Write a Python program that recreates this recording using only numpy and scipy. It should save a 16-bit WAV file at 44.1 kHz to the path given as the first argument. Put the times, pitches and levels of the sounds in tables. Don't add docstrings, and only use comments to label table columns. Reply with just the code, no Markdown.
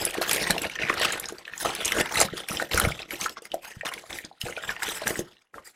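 import sys
import numpy as np
from scipy import signal
from scipy.fft import rfft, irfft, next_fast_len
from scipy.io import wavfile
from scipy.ndimage import uniform_filter1d, map_coordinates

SR = 44100
rng = np.random.default_rng(int(sys.argv[2]) if len(sys.argv) > 2 else 0)


def wrap_up_sound(samples):
    columns = np.atleast_2d(samples).T
    tamed = np.clip(columns, -1, 1)
    steps = np.round(tamed * 32767).astype(np.int16)
    wavfile.write(sys.argv[1], SR, steps)


N = 253833

# peak time in seconds, swell in seconds, fade in seconds,
# crackle level in dB, rub level in dB over the crackle, flap level in dB over the crackle.
SQUEEZES = [(0.01, 0.079, 0.19, -29, 0, -6), (0.152, 0.031, 0.091, -36, -9.5, -3.5),
            (0.214, 0.0091, 0.078, -30.5, 1, -13), (0.312, 0.055, 0.19, -26, -1.5, -5.5),
            (0.45, 0.095, 0.22, -29, -4, -4), (0.515, 0.028, 0.018, -30, -1.5, 5),
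            (0.638, 0.035, 0.046, -27.5, -18, -5.5), (0.72, 0.024, 0.12, -39.5, -11, -24),
            (0.8, 0.02, 0.21, -35, -16, -10), (0.9, 0.12, 0.4, -30, -13.5, -4),
            (1.038, 0.056, 0.12, -25.5, -7.5, -9.5), (1.133, 0.057, 0.06, -33, -1, -5.5),
            (1.21, 0.016, 0.21, -43.5, -1, -6.5), (1.633, 0.086, 0.053, -37, 9.5, -24),
            (1.654, 0.041, 0.1, -25.5, -5, -7), (1.8, 0.12, 0.57, -33, -5.5, -11.5),
            (1.87, 0.029, 0.17, -35, 4.5, -11), (2.01, 0.091, 0.02, -25.5, -0.5, 1),
            (2.07, 0.026, 0.22, -46, -12.5, -3.5), (2.206, 0.084, 0.06, -21.5, 2, -5),
            (2.397, 0.053, 0.022, -33, -1.5, -10), (2.51, 0.036, 0.18, -32.5, 3, -4.5),
            (2.609, 0.069, 0.041, -37.5, -1, 4), (2.721, 0.013, 0.25, -26.5, -4, -6),
            (2.798, 0.08, 0.11, -27, -3, -1.5), (2.995, 0.0097, 0.069, -37, -27, -5),
            (3.142, 0.063, 0.059, -41, 3, -1), (3.243, 0.062, 0.035, -28.5, 3.5, -10.5),
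            (3.299, 0.009, 0.042, -44.5, 10.5, 2), (3.382, 0.027, 0.016, -36.5, -32, -13),
            (3.462, 0.042, 0.033, -48.5, 2, -3.5), (3.544, 0.031, 0.037, -49, -5.5, 6),
            (3.644, 0.031, 0.14, -41.5, 1, -13.5), (3.853, 0.0052, 0.05, -30, -3, -8.5),
            (3.935, 0.053, 0.12, -41.5, -2.5, -5), (4.105, 0.021, 0.067, -35.5, 0, -3),
            (4.19, 0.14, 0.041, -47.5, 10, -3.5), (4.252, 0.021, 0.017, -42.5, -25, 0.5),
            (4.416, 0.014, 0.16, -50.5, 15.5, -27), (4.468, 0.035, 0.085, -39, -1, 2.5),
            (4.573, 0.019, 0.03, -46.5, 3, 6.5), (4.64, 0.037, 0.11, -49, 9, 5.5),
            (4.693, 0.029, 0.09, -34, -0.5, -5.5), (4.83, 0.014, 0.23, -33, 0.5, -13.5),
            (4.93, 0.12, 0.067, -32, 5, -10), (5.021, 0.011, 0.042, -29.5, -4.5, -9.5),
            (5.078, 0.035, 0.071, -29.5, 2.5, -1.5), (5.191, 0.045, 0.035, -34.5, 3, -1.5),
            (5.545, 0.013, 0.086, -61.5, -12, 18.5), (5.657, 0.015, 0.083, -53.5, 13, -13)]
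SWING_DB = 20
ROUNDNESS = 1.62

# time in seconds, crackle level in dB.
SETTLING = [(0, -54), (0.7, -47), (1.2, -48), (1.45, -48.5), (2.05, -44), (2.44, -47.5), (3.1, -72),
            (3.5, -59.5), (4.05, -56.5), (4.29, -56.5), (4.39, -66), (4.6, -46), (5.23, -48), (5.52, -79.5),
            (5.6, -60.5), (5.76, -69)]
SETTLING_RUB_DB, SETTLING_FLAP_DB = -6.5, -8.5

# frequency in Hz, relative level in dB per Hz.
CRACKLE_COLOUR = [(500, -12), (1050, -10.5), (1900, -5), (3500, -8), (6000, -15.5), (12000, -41.5)]
RUB_COLOUR = [(2500, -24.5), (5000, -7), (8000, -4.5), (12000, -8), (15000, 1)]
FLAP_COLOUR = [(20, -23.5), (45, 1), (90, -2.5), (220, -3), (480, 4.5), (800, 0.5), (1300, -17.5)]

# time in seconds, 1 ms before the snap sounds, relative level in dB,
# facet pitch in Hz, relative level of the treble crack in dB.
SNAPS = [(0.05, -6, 10640, -6), (0.062, -18, 9200, -7.5), (0.106, -21.5, 9300, -6.5),
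         (0.141, -20.5, 1810, -0.5), (0.15, -12, 726, -30.5), (0.181, -9, 389, -24),
         (0.212, -9.5, 708, -9.5), (0.293, -13, 3304, -1.5), (0.311, -11.5, 2400, 4),
         (0.33, -6.5, 10400, -6), (0.345, -19, 445, 12), (0.359, -17.5, 540, 8), (0.505, -8, 1760, 1),
         (0.511, -21.5, 2500, 7), (0.563, -10.5, 721, -23), (0.579, -12, 2760, -11),
         (0.616, -22.5, 305, 13.5), (0.631, -21, 550, 3), (0.696, -19, 2240, -9), (0.787, -13.5, 1780, -53),
         (0.884, -15, 2300, -34), (0.938, -19.5, 1410, 2.5), (0.996, -20, 9500, -12),
         (1.014, -14.5, 3390, -6.5), (1.03, -13.5, 1500, -2), (1.103, -16, 1770, -20.5),
         (1.121, -12.5, 6840, -29), (1.144, -18.5, 1820, -22), (1.197, -14, 10100, -9.5),
         (1.24, -19, 1800, -15), (1.255, -18.5, 5130, -32), (1.285, -18, 6640, -53),
         (1.321, -19.5, 405, -8.5), (1.382, -29, 4700, -44), (1.451, -23.5, 2570, -46),
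         (1.477, -21.5, 1790, -18.5), (1.534, -18.5, 1810, -46), (1.577, -20, 6900, -24),
         (1.648, -16.5, 724, -9), (1.749, -22, 2360, 5.5), (1.806, -21, 594, -6), (1.847, -9.5, 6420, -24),
         (1.854, -5.5, 6650, -21.5), (1.877, -17, 6000, -11.5), (1.919, -7, 2070, -6.5),
         (1.998, -14, 1890, -2), (2.01, -7, 1790, -9.5), (2.057, -17.5, 2100, -2.5),
         (2.091, -21.5, 2320, -11), (2.155, -11.5, 2020, -7.5), (2.201, -4.5, 7400, -11),
         (2.212, -3, 6900, -7.5), (2.283, -20, 1300, -25), (2.334, -15, 410, -39.5),
         (2.368, -23.5, 3330, -16), (2.485, -15, 2410, -1.5), (2.514, -19, 1330, -4), (2.527, -17, 323, -4),
         (2.569, -11, 3140, -26.5), (2.597, -11.5, 1470, -29.5), (2.623, -16.5, 1820, -6.5),
         (2.711, -11.5, 2260, -41), (2.743, -10.5, 477, 1), (2.774, -7, 1460, -1), (2.797, -7, 1380, 3.5),
         (2.848, -9, 2170, -37), (2.918, -16.5, 2320, -29), (2.99, -19.5, 2600, -25.5),
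         (3.017, -20.5, 3770, -33), (3.106, -16.5, 2240, -7.5), (3.21, -14.5, 6200, -40),
         (3.259, -8.5, 1320, -25), (3.281, -23, 1710, -25.5), (3.293, -23, 3240, -3),
         (3.368, -23, 1110, -38.5), (3.419, -32.5, 472, 2), (3.452, -28, 2070, 1.5),
         (3.516, -20.5, 3010, -24.5), (3.54, -8, 674, -9), (3.809, -18, 1860, -23),
         (3.832, -20.5, 624, -31), (3.854, -22.5, 1200, -7.5), (3.865, -19, 3600, -22),
         (3.876, -24, 2060, -1.5), (3.915, -20, 1060, -16.5), (3.936, -20, 3370, -0.5),
         (3.977, -23.5, 2240, -50), (4.037, -28.5, 660, -42), (4.095, -35, 2000, -19),
         (4.127, -18.5, 3450, -20.5), (4.185, -19.5, 1870, -4.5), (4.248, -22.5, 4920, -35),
         (4.311, -30, 770, -41), (4.413, -14, 3010, -10.5), (4.462, -19.5, 400, -17.5),
         (4.483, -18.5, 1470, -11), (4.523, -21, 2070, -31), (4.564, -19, 2460, -29),
         (4.577, -21, 1430, -33), (4.635, -16, 1660, -34), (4.69, -9, 1750, -54), (4.763, -17.5, 1840, -45),
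         (4.821, -14.5, 1690, -24), (4.83, -17, 1880, 2.5), (4.887, -19.5, 1710, 3),
         (5.017, -14.5, 627, -16.5), (5.069, -10, 1650, -18), (5.077, -12.5, 7500, -5),
         (5.155, -18, 1960, -21), (5.189, -9, 375, -3.5), (5.366, -40, 2860, -26), (5.419, -47, 4900, -40),
         (5.54, -23.5, 1340, -20), (5.58, -23.5, 1184, -40)]

# start in seconds, relative level in dB, pitch in Hz.
THUDS = [(0.51, -15.5, 182), (1.991, -21, 203), (2.325, -22.5, 141), (2.508, -18, 184), (2.742, -14, 72.4),
         (2.839, -11.5, 75), (2.871, -7, 129), (3.768, -25, 123), (4.437, -19.5, 123), (5.19, -16.5, 152)]

# frequency in Hz, time to fall 60 dB in seconds.
ROOM_DECAY = [(200, 0.25), (2000, 0.11), (10000, 0.032)]

# frequency in Hz, relative level in dB per Hz.
HISS_COLOUR = [(40, -6), (1030, -10.5), (15000, -49)]

# frequency in Hz, gain in dB.
MIC_RESPONSE = [(11000, -0.5), (14000, -8.5), (16000, -25)]
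BAND_LIMIT_HZ = 15900


def amp(db):
    return 10 ** (np.asarray(db) / 20)


def unit(x):
    return x / np.sqrt(np.mean(x ** 2) + 1e-20)


def along(points, hz):
    f, value = np.transpose(points)
    return np.interp(np.log(hz + 1), np.log(f + 1), value)


def wobble(rate):
    knots = rng.standard_normal(int(N * rate / SR) + 4)
    return map_coordinates(knots, [np.arange(N) * rate / SR])


def filtered(x, response):
    size = next_fast_len(N + SR // 2)
    spectrum = rfft(x, size) * response(np.fft.rfftfreq(size, 1 / SR))
    return irfft(spectrum, size)[..., :N]


def coloured(x, colour):
    return unit(filtered(x, lambda hz: amp(along(colour, hz))))


def patchy(x, depth_db, size):
    z = signal.stft(x, nperseg=256)[2]
    field = uniform_filter1d(rng.standard_normal(z.shape), 4, -2)
    field = uniform_filter1d(field, size, -1)
    return signal.istft(z * amp(depth_db * unit(field)), nperseg=256)[1][..., :x.shape[-1]]


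def grains(count, hz, octaves, cycles, spread_db, size):
    start, pitch, power, life = rng.random((count, 4)).T
    f = np.clip(hz * 2 ** (octaves * (2 * pitch - 1)), 20, SR / 2.2)[:, None]
    t = np.arange(size) / SR
    gain = amp(spread_db * np.minimum(-np.log(power + 1e-9), 4))[:, None] * np.sqrt(f)
    age = t * f / (cycles * (.5 + life[:, None]))
    swell_and_decay = age * np.exp(-age)
    wave = gain * np.sin(2 * np.pi * f * t) * swell_and_decay
    where = (start * N).astype(int)[:, None] + np.arange(size)
    return np.bincount(where.ravel(), wave.ravel(), N + size)[:N]


def squeezes():
    t = np.arange(N) / SR
    settling_db = np.interp(t, *np.transpose(SETTLING))
    power = amp(2 * (settling_db + np.array([[0], [SETTLING_RUB_DB], [SETTLING_FLAP_DB]])))
    for s, swell, fade, db, rub_db, flap_db in SQUEEZES:
        near = slice(max(round((s - 4 * swell) * SR), 0), round((s + 4 * fade) * SR))
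        away = np.maximum((s - t[near]) / swell, (t[near] - s) / fade)
        peak = amp(2 * np.array([[db], [db + rub_db], [db + flap_db]]))
        power[:, near] += peak * amp(-2 * SWING_DB * away ** ROUNDNESS)
    return np.sqrt(power)


def small_creases(clump_db):
    rings = unit(grains(count=8000, hz=2412, octaves=1.826, cycles=1.71, spread_db=3.5, size=500))
    crackle = patchy(rings + 0.8 * rng.standard_normal(N), depth_db=3, size=40)
    return coloured(amp(clump_db) * crackle, CRACKLE_COLOUR)


def rubbing(clump_db):
    rings = unit(grains(count=9000, hz=8410, octaves=0.895, cycles=7.2, spread_db=4.0, size=260))
    rub = patchy(rings + 1.6 * rng.standard_normal(N), depth_db=5.0, size=24)
    return coloured(amp(1.14 * clump_db + 1.6 * wobble(60)) * rub, RUB_COLOUR)


def flapping(clump_db):
    rings = unit(grains(count=1200, hz=326.0, octaves=1.38, cycles=0.39, spread_db=4.5, size=2000))
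    flap = rings + 2.68 * rng.standard_normal(N)
    return coloured(amp(0.73 * clump_db + 1.0 * wobble(29.96)) * flap, FLAP_COLOUR)


def hands():
    clump_db = 0.32 * wobble(25) + 3.23 * wobble(95)
    layers = [small_creases(clump_db), rubbing(clump_db), flapping(clump_db)]
    return np.sum(squeezes() * layers, axis=0)


def early(spectrum):
    burst = irfft(spectrum)
    return burst / np.std(burst[30:160])


def snaps():
    out, t = np.zeros(N + SR), np.arange(4096) / SR
    f = np.fft.rfftfreq(len(t), 1 / SR) + 1
    knots = np.arange(0, SR / 2, 350)
    delay = round(.001 * SR)
    fade = amp(-60 * t / 0.013) + 0.036 * amp(-60 * t / 0.12)
    linger = 0.051 * amp(-60 * t / .07)
    for s, db, hz, crack_db in SNAPS:
        colour = amp(6.34 * np.interp(f, knots, rng.standard_normal(len(knots))))
        noise = colour * rfft(rng.standard_normal(len(t)))
        rattle = early(noise / (1 + (np.log2(f / hz) / 0.81) ** 6))
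        kin = unit(irfft(noise / (1 + (np.log2(f / hz) / 0.27) ** 4)))
        crack = early(noise / (1 + (4200 / f) ** 2))
        life = 1 / (1 / 0.03 + hz / 130)
        rise = 1 - np.exp(-(t / (0.00065 + 0.5 / hz)) ** 2)
        facet = np.sin(2 * np.pi * hz * t) * amp(-60 * t / life)
        burst = (0.4 * rattle + 1.1 * amp(crack_db) * crack) * fade
        blow = 0.7 * facet + burst + kin * linger
        out[round(s * SR) + delay:][:len(t)] += amp(db) * rise * blow
    return out[:N]


def thuds():
    out, t = np.zeros(N + SR), np.arange(SR // 8) / SR
    for s, db, hz in THUDS:
        swell_and_decay = 3.16 * hz * t * np.exp(-2.8 * hz * t)
        out[round(s * SR):][:len(t)] += amp(db) * swell_and_decay * np.sin(2 * np.pi * hz * t)
    return out[:N]


def room(x):
    hz, t, z = signal.stft(rng.standard_normal(SR // 2), SR, nperseg=256)
    decay = amp(-60 * t / along(ROOM_DECAY, hz)[:, None])
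    tail = signal.istft(z * decay, SR, nperseg=256)[1]
    delayed = np.pad(x, (200, 0))
    return signal.fftconvolve(delayed, tail / np.linalg.norm(tail))[:N]


def faint_hiss():
    return amp(-87.5) * coloured(rng.standard_normal(N), HISS_COLOUR)


def scene():
    paper = hands() + snaps() + thuds()
    return (paper + amp(-14.0) * room(paper) + faint_hiss())[None]


def record(dry):
    return filtered(dry, lambda hz: amp(along(MIC_RESPONSE, hz)) * (hz < BAND_LIMIT_HZ))


dry = scene()
out = record(dry)
wrap_up_sound(out)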